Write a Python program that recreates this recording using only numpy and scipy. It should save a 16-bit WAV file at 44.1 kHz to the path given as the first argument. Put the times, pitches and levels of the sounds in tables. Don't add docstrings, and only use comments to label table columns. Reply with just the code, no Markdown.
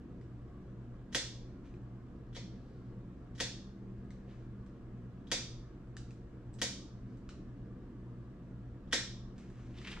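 import sys
import numpy as np
from scipy import signal
from scipy.io import wavfile
from scipy.ndimage import uniform_filter1d

SR = 44100
rng = np.random.default_rng(int(sys.argv[2]) if len(sys.argv) > 2 else 0)


def dump(signal):
    limited = np.clip(np.atleast_2d(signal).T, -1, 1)
    pcm = np.round(limited * 32767).astype(np.int16)
    wavfile.write(sys.argv[1], SR, pcm)


def boost(x):
    u = np.asarray(x, float) / 20
    return 10 ** u


N = 441000

# (frequency [Hz], density [dB per Hz])
RUMBLE_COLOUR = [(18, -17.5), (27, -0.5), (36, -1), (50, -7), (64, -4.5), (80, -11.5), (100, -11.5),
                 (140, -13.5), (185, -4.5), (212, -10.5), (232, -5.5), (246, -8.5), (262, -8.5),
                 (310, -9.5)]
# (frequency [Hz], density [dB per Hz])
AIR_COLOUR = [(180, -34), (310, -1), (364, -7.5), (420, -14.5), (458, -10), (620, -25), (722, -22),
              (817, -27), (1030, -24.5), (1120, -23.5), (1630, -29.5), (3000, -43.5), (3900, -74),
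              (6600, -120)]
# (frequency [Hz], density [dB per Hz])
HISS_COLOUR = [(1500, -7.5), (3000, 4), (5000, -2.5), (8000, -7), (8500, -13.5), (11000, -19),
               (13200, -17.5), (13600, -37.5), (16000, -32.5)]
RUMBLE_DB, AIR_DB, HISS_DB = -52, -59, -81

# (base frequency [Hz], moment it meets the mains phase [s])
MAINS = (120.025, 0)
COMPRESSOR = (59.05, .322)
FAN = (128.675, .339)
MAINS_HZ = 120.025
MAINS_ORDERS = [1, 2, 3]
COMPRESSOR_ORDERS = [1, 2, 4, 6, 9, 10, 11, 12]
FAN_ORDERS = [1, 2]
MAINS_DB = [-54.5, -65.5, -78.5]
COMPRESSOR_DB = [-58.5, -57, -78, -80, -85, -78, -80, -81.5]
FAN_DB = [-58, -71]
FAR_HZ = [107.78, 96.5, 160.83]
FAR_DB = [-67.5, -82, -83]
# (frequency [Hz], width [Hz], rms level [dB])
WAVERING = [(194.7, 0.28, -59), (689, 16, -94), (1660, 14, -86), (8050, 10, -108), (13216, 32, -118)]

# (start [s], length [s], level [dB], centre [Hz])
RUBS = [
    (1.627, 0.1, -70.5, 1700),
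    (2.444, 0.5, -79, 4300),
    (4.248, 0.23, -71.5, 1450),
    (7.06, .14, -79.5, 5000),
    (9.347, 0.16, -66.5, 1600),
    (9.45, 0.46, -68, 1600),
    (9.719, .45, -58.5, 2400),
]
RUB_RISE, RUB_ENDS_DB = .35, -8
# (time [s], level [dB], centre [Hz], length [s])
CRUMPLES = [(1.655, -72.5, 2980, 0.017), (4.284, -71.5, 2500, 0.058), (9.766, -62, 3500, 0.0045),
            (9.775, -58, 3000, .008), (9.784, -52.5, 3200, .006), (9.846, -50, 2300, .014),
            (9.862, -50, 2010, 0.007), (9.873, -49.5, 2470, .02), (9.898, -57, 3400, 0.0098),
            (9.906, -60, 6000, 0.021), (9.914, -49.5, 3000, .012), (9.925, -49.5, 2056, 0.019),
            (9.963, -52, 1680, 0.014), (9.971, -53.5, 1100, .01), (9.997, -62, 7000, .01)]
# (frequency [Hz], gain [dB])
CLOTH_DULLING = [(4000, 1.5), (8000, -5), (11000, -10.5), (16000, -20)]

# (time [s], peak [dB], pitch [Hz], ring [dB], brightness [dB])
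TICKS = [(0.2134, -57, 2050, -5, -8), (1.7408, -57.5, 2500, -4, -14), (4.0444, -69, 1730, -6, 10),
         (4.1063, -49, 2100, -6, -6), (4.6638, -58, 1610, -8, -5), (5.9678, -37.5, 1750, -4, -0.5),
         (6.108, -50.5, 2650, -7.5, -1), (7.1734, -60, 1525, -12.5, 5), (7.2913, -39.5, 1500, -7.5, -8),
         (9.3811, -49, 1880, -17, -1), (9.5013, -59, 1730, 2, 9), (9.816, -45, 2000, -7, -10),
         (9.8723, -36, 2660, -8, -16)]
# (time [s], peak [dB], pitch [Hz], ring [dB],
# brightness [dB])
BITE_PINGS = [
    (6.534, -69, 7860, 3, 6),
    (6.541, -50, 8000, -8, 11),
    (6.551, -71, 7700, -1, 6),
]
# (frequency [Hz], gain [dB])
TICK_COLOUR = [(700, -28.5), (1300, -1.5), (2500, -2.5), (4500, -1.5), (6500, -4), (8200, -8.5),
               (10000, -20), (13000, -35.5), (16000, -52)]

# (time [s], peak [dB], handle ring [dB], jaw ring [dB], blade crack [dB])
SNIPS = [
    (1.1476, -24.5, -3.5, -9, 2.5),
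    (2.361, -41.5, -19, -33, -25),
    (3.402, -27, -5, -11.5, -2.5),
    (5.3156, -24, -7, -13.5, -2),
    (6.6164, -25, -5.5, -11, 4),
    (8.929, -23, -0.5, -12.5, -1),
]
# (time [s], peak [dB], handle ring [dB], jaw ring [dB])
BITES = [(1.121, -60, -11, -11), (1.127, -45.5, -5, -16), (2.328, -65, -3, -5), (2.334, -65, -8, -15),
         (2.349, -50, -5, -9), (2.356, -55, 2.5, 0.5), (3.351, -59, -7.5, -13.5), (3.357, -63, -2.5, -14.5),
         (3.38, -49.5, -5, -14), (3.394, -49, 0, -7), (5.27, -61.5, -10.5, -2), (5.304, -59, -3, -9),
         (6.587, -53, -8, -14), (6.597, -64, 6, -20), (8.876, -71, -8, -5), (8.913, -54.5, -3, -8),
         (8.918, -54, -7, -12), (8.9253, -31, -9, -8)]
BITE_BLADE_DB = -3.5
# (frequency [Hz], gain [dB])
NAIL_CRACK = [(500, -40.5), (900, -26.5), (1400, -11.5), (1900, -3), (2700, -3.5), (3600, 2.5), (4700, -1),
              (5800, -4.5), (7000, -8), (9500, -21), (12300, -27.5), (15000, -42), (16500, -50.5)]
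# (frequency [Hz], t60 [s], level [dB])
HANDLE = [(1620, .013, -3.5), (1850, .017, 0), (2150, .013, -8)]
JAW = [(3350, .014, 0), (3620, .015, -3)]
BLADE = [(2250, .012, -9), (5550, .01, -9)]
TABLE = [(309.6, 0.046, 3), (520, 0.026, 7.5), (700, 0.036, -3), (906, 0.023, -2)]
THUD_DB, THUD_FOLLOWS = -34.5, .6

# (delay [s], left level [dB], right level [dB])
EARLY = [(.0046, -5, -5), (.0063, -6, -6), (.0115, -9, -10), (.0168, -8, -8), (.021, -11, -11),
         (.034, -11, -12)]
# (frequency [Hz], t60 [s])
ROOM_T60 = [(250, 0.25), (500, 0.53), (900, 0.41), (1800, 0.37), (3600, 0.5), (5600, 0.49), (8000, 0.38),
            (12000, 0.31)]
# (frequency [Hz], gain [dB])
ROOM_COLOUR = [(300, -2.5), (1000, 3), (2000, 0), (4000, 1.5), (8000, 4), (14000, -6)]
# (frequency [Hz], correlation [1])
NOISE_LIKENESS = [(25, .96), (60, .96), (130, .97), (290, .94), (640, .8), (1410, .55), (3100, .25),
                  (6800, 0)]
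# (frequency [Hz], correlation [1])
ECHO_LIKENESS = [(300, 0.92), (1000, 0.54), (2000, 0.74), (4000, 0.12), (8000, 0.11)]
# (frequency [Hz], difference [dB])
LEAN = [(1000, -.5), (2500, 1), (5000, -.5), (8000, -4.5), (11000, -4.5), (14000, -2.5)]
LAG_S = 2 / 44100


def evened(x):
    return x / np.sqrt(np.mean(x ** 2) + 1e-20)


def read(points, hz):
    f, value = np.transpose(points)
    return np.interp(np.log(hz + 1), np.log(f + 1), value)


def add(mix, s, sound):
    part = mix[int(round(s * SR)):][:len(sound)]
    part += sound[:len(part)]


def resonate(x, hz, width):
    turn = np.exp(2j * np.pi * np.cumsum(hz * np.ones(len(x))) / SR)
    r = np.exp(-np.pi * width / SR)
    smoothed = signal.lfilter([1 - r], [1, -r], x / turn)
    return 2 * (turn * smoothed).real


def click(gain_db):
    hz = abs(np.fft.fftfreq(1024, 1 / SR))
    level = np.log(boost(np.maximum(gain_db(hz), -100)))
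    return np.fft.ifft(np.exp(np.conj(signal.hilbert(level)))).real[:512]


def ports(left, other, hz, likeness):
    same = np.clip(read(likeness, hz), 0, 1)[:, None]
    late = np.exp(-2j * np.pi * hz * LAG_S)[:, None]
    right = same * left + np.sqrt(1 - same ** 2) * other
    return np.array([left * late, right])


def wash(shape, size, top_hz, patchy_db):
    hz = np.arange(0, top_hz, SR / size)
    a, b, c, d, patches = rng.standard_normal((N * 4 // size + 5, len(hz), 5)).T
    patches = uniform_filter1d(patches, size=6, axis=0)
    patches = evened(uniform_filter1d(patches, size=6, axis=1))
    z = ports(a + 1j * b, c + 1j * d, hz, NOISE_LIKENESS)
    z = z * boost(shape(hz)[:, None] + patchy_db * patches)
    z = np.pad(z, ((0, 0), (0, size // 2 + 1 - len(hz)), (0, 0)))
    noise = signal.istft(z, nperseg=size, noverlap=size * 3 // 4)[1]
    return evened(noise[:, :N])


def background_noise():
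    edge = RUMBLE_COLOUR[-1][0]
    rumble = wash(lambda hz: read(RUMBLE_COLOUR, hz) - 90 * (hz < 14), size=4096, top_hz=edge, patchy_db=2.5)
    air = wash(lambda hz: read(AIR_COLOUR, hz) - 90 * (hz <= edge), size=2048, top_hz=3014, patchy_db=1.84)
    hiss = wash(lambda hz: read(HISS_COLOUR, hz) - 90 * (hz < 1500), size=1024, top_hz=15430, patchy_db=1.3)
    return boost(RUMBLE_DB) * rumble + boost(AIR_DB) * air + boost(HISS_DB) * hiss


def machines():
    t = np.arange(N) / SR
    apart = np.array([[-.11], [.11]])
    hum = np.zeros((2, N))
    for hz, db in zip(FAR_HZ, FAR_DB):
        hum += boost(db) * np.cos(2 * np.pi * (hz * t + rng.random()) + apart)
    for (base, s), orders, levels in [(MAINS, MAINS_ORDERS, MAINS_DB),
                                      (COMPRESSOR, COMPRESSOR_ORDERS, COMPRESSOR_DB),
                                      (FAN, FAN_ORDERS, FAN_DB)]:
        for k, db in zip(orders, levels):
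            free_phase = rng.random() * (db < max(levels))
            turns = k * base * (t - s) + MAINS_HZ * s + free_phase
            hum += boost(db) * np.cos(2 * np.pi * turns + apart)
    wavering = np.zeros(N)
    for hz, width, db in WAVERING:
        wavering += boost(db) * evened(resonate(rng.standard_normal(N), hz, width))
    return np.sqrt(2) * hum + wavering


def slips(count, hz, width):
    u, e, sign = rng.random((count, 3)).T
    happens = u < 4500 / SR
    grains = happens * boost(-3.5 * np.log(e + .005)) * np.sign(sign - .5)
    return evened(resonate(resonate(grains, hz, width), hz, width))


def cloth():
    out = np.zeros(N)
    for s, length_s, db, hz in RUBS:
        u = np.arange(0, 1, 1 / (length_s * SR))
        rub = slips(len(u), hz, 2600) + boost(-5.5) * slips(len(u), 6000, 3500)
        swell_db = np.interp(u, [0, RUB_RISE, 1], [RUB_ENDS_DB, 0, RUB_ENDS_DB])
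        add(out, s, boost(db + swell_db - 4.0) * rub * signal.windows.tukey(len(u), .2))
    t = np.arange(4096) / SR
    for s, db, hz, length_s in CRUMPLES:
        burst = (1 - np.exp(-t / 0.0011)) * np.exp(-(t / length_s) ** 2)
        add(out, s, boost(db) * slips(len(t), hz, hz) * burst)
    return out


def ring(modes, detune, rise_s, size=2048):
    t = np.arange(size) / SR
    rings = np.zeros(size)
    for (hz, t60, db), d in zip(modes, detune):
        rings += boost(db - 60 * t / t60) * np.sin(2 * np.pi * hz * d * t)
    return rings * (1 - np.exp(-t / rise_s))


def crack(colour, parts, echo_s, second):
    pulse = click(lambda hz: read(colour, hz) + read(parts, hz))
    pulse = pulse + second * np.roll(pulse, int(echo_s * SR * rng.uniform(.5, 1.5)))
    return pulse / abs(pulse).max()


def latch():
    clicks, rings = np.zeros((2, N))
    for s, db, hz, ring_db, bright_db in TICKS + BITE_PINGS:
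        tilt = [(2000, 0), (7000, bright_db), (13000, 2 * bright_db)]
        add(clicks, s, boost(db) * crack(TICK_COLOUR, tilt, echo_s=.0008, second=.33))
        add(rings, s, boost(db + ring_db) * ring([(hz, .012, 3)], [1], 0.00057))
    return clicks + boost(-9) * rings, rings


def clippers():
    cracks, rings = np.zeros((2, N))
    for s, db, handle_db, jaw_db, blade_db in SNIPS + [(*bite, BITE_BLADE_DB) for bite in BITES]:
        detune = 1 + .01 * rng.standard_normal((3, 3))
        parts = [(1900, handle_db / 2), (3700, jaw_db / 2), (6000, blade_db / 2), (12000, blade_db)]
        add(cracks, s, boost(db + 2.5) * crack(NAIL_CRACK, parts, echo_s=.001, second=0.34))
        add(rings, s, boost(db + blade_db / 2) * ring(BLADE, detune[2], 0.0004))
        add(rings, s, boost(db + handle_db + 6.5) * ring(HANDLE, detune[0], 0.00062))
        add(rings, s, boost(db + jaw_db + 12.0) * ring(JAW, detune[1], 0.0008))
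    for s, db, *_ in SNIPS:
        detune = 1 + 0.013 * rng.standard_normal(len(TABLE))
        thud = ring(TABLE, detune, 0.0015, size=5000)
        add(rings, s + .004, boost(THUD_DB + THUD_FOLLOWS * (db + 25.5)) * thud)
    return cracks, rings


def room(x, tail_db, early_db, direct_db=0):
    taps = np.zeros((2, 32000))
    at = np.arange(40, 31000, 20) + rng.integers(0, 20, (2, 1548))
    np.put_along_axis(taps, at, rng.choice([-1., 1.], at.shape), axis=1)
    hz, t, z = signal.stft(taps, SR, nperseg=256)
    decay_db = -60 * t / read(ROOM_T60, hz)[:, None]
    z = ports(*z, hz, ECHO_LIKENESS) * boost(read(ROOM_COLOUR, hz)[:, None] + decay_db)
    tail = signal.istft(z, SR, nperseg=256)[1]
    tail *= np.clip(np.arange(tail.shape[1]) / SR / 0.0038, 0, 1)
    tail *= boost(tail_db) / np.linalg.norm(tail[1])
    tail[[0, 1], [1, 0]] += boost(direct_db)
    for s, left_db, right_db in EARLY:
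        tail[[0, 1], int(s * SR) + rng.integers(0, 4, 2)] += boost(early_db + np.array([left_db, right_db]))
    shade = [click(lambda hz: side * read(LEAN, hz)) for side in (.5, -.5)]
    response = signal.oaconvolve(tail, shade, axes=1)
    return signal.oaconvolve(x[None], response, axes=1)[:, :N]


def scene():
    cracks, rings = clippers()
    clicks, tinks = latch()
    beamed = room(rings, tail_db=-2.5, early_db=-2.5)
    ticks = room(clicks, tail_db=.6, early_db=-4) + tinks
    rustle = signal.oaconvolve(cloth(), click(lambda hz: read(CLOTH_DULLING, hz)))[:N]
    tool = room(cracks, tail_db=11.0, early_db=7.0, direct_db=0.5) + beamed + ticks
    return tool + room(rustle, tail_db=-6, early_db=-15.0) + background_noise() + machines()


def band_limit(x):
    return signal.sosfilt(signal.butter(12, 15620, fs=SR, output="sos"), x)


def record(dry):
    return band_limit(dry)


dry = scene()
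out = record(dry)
dump(out)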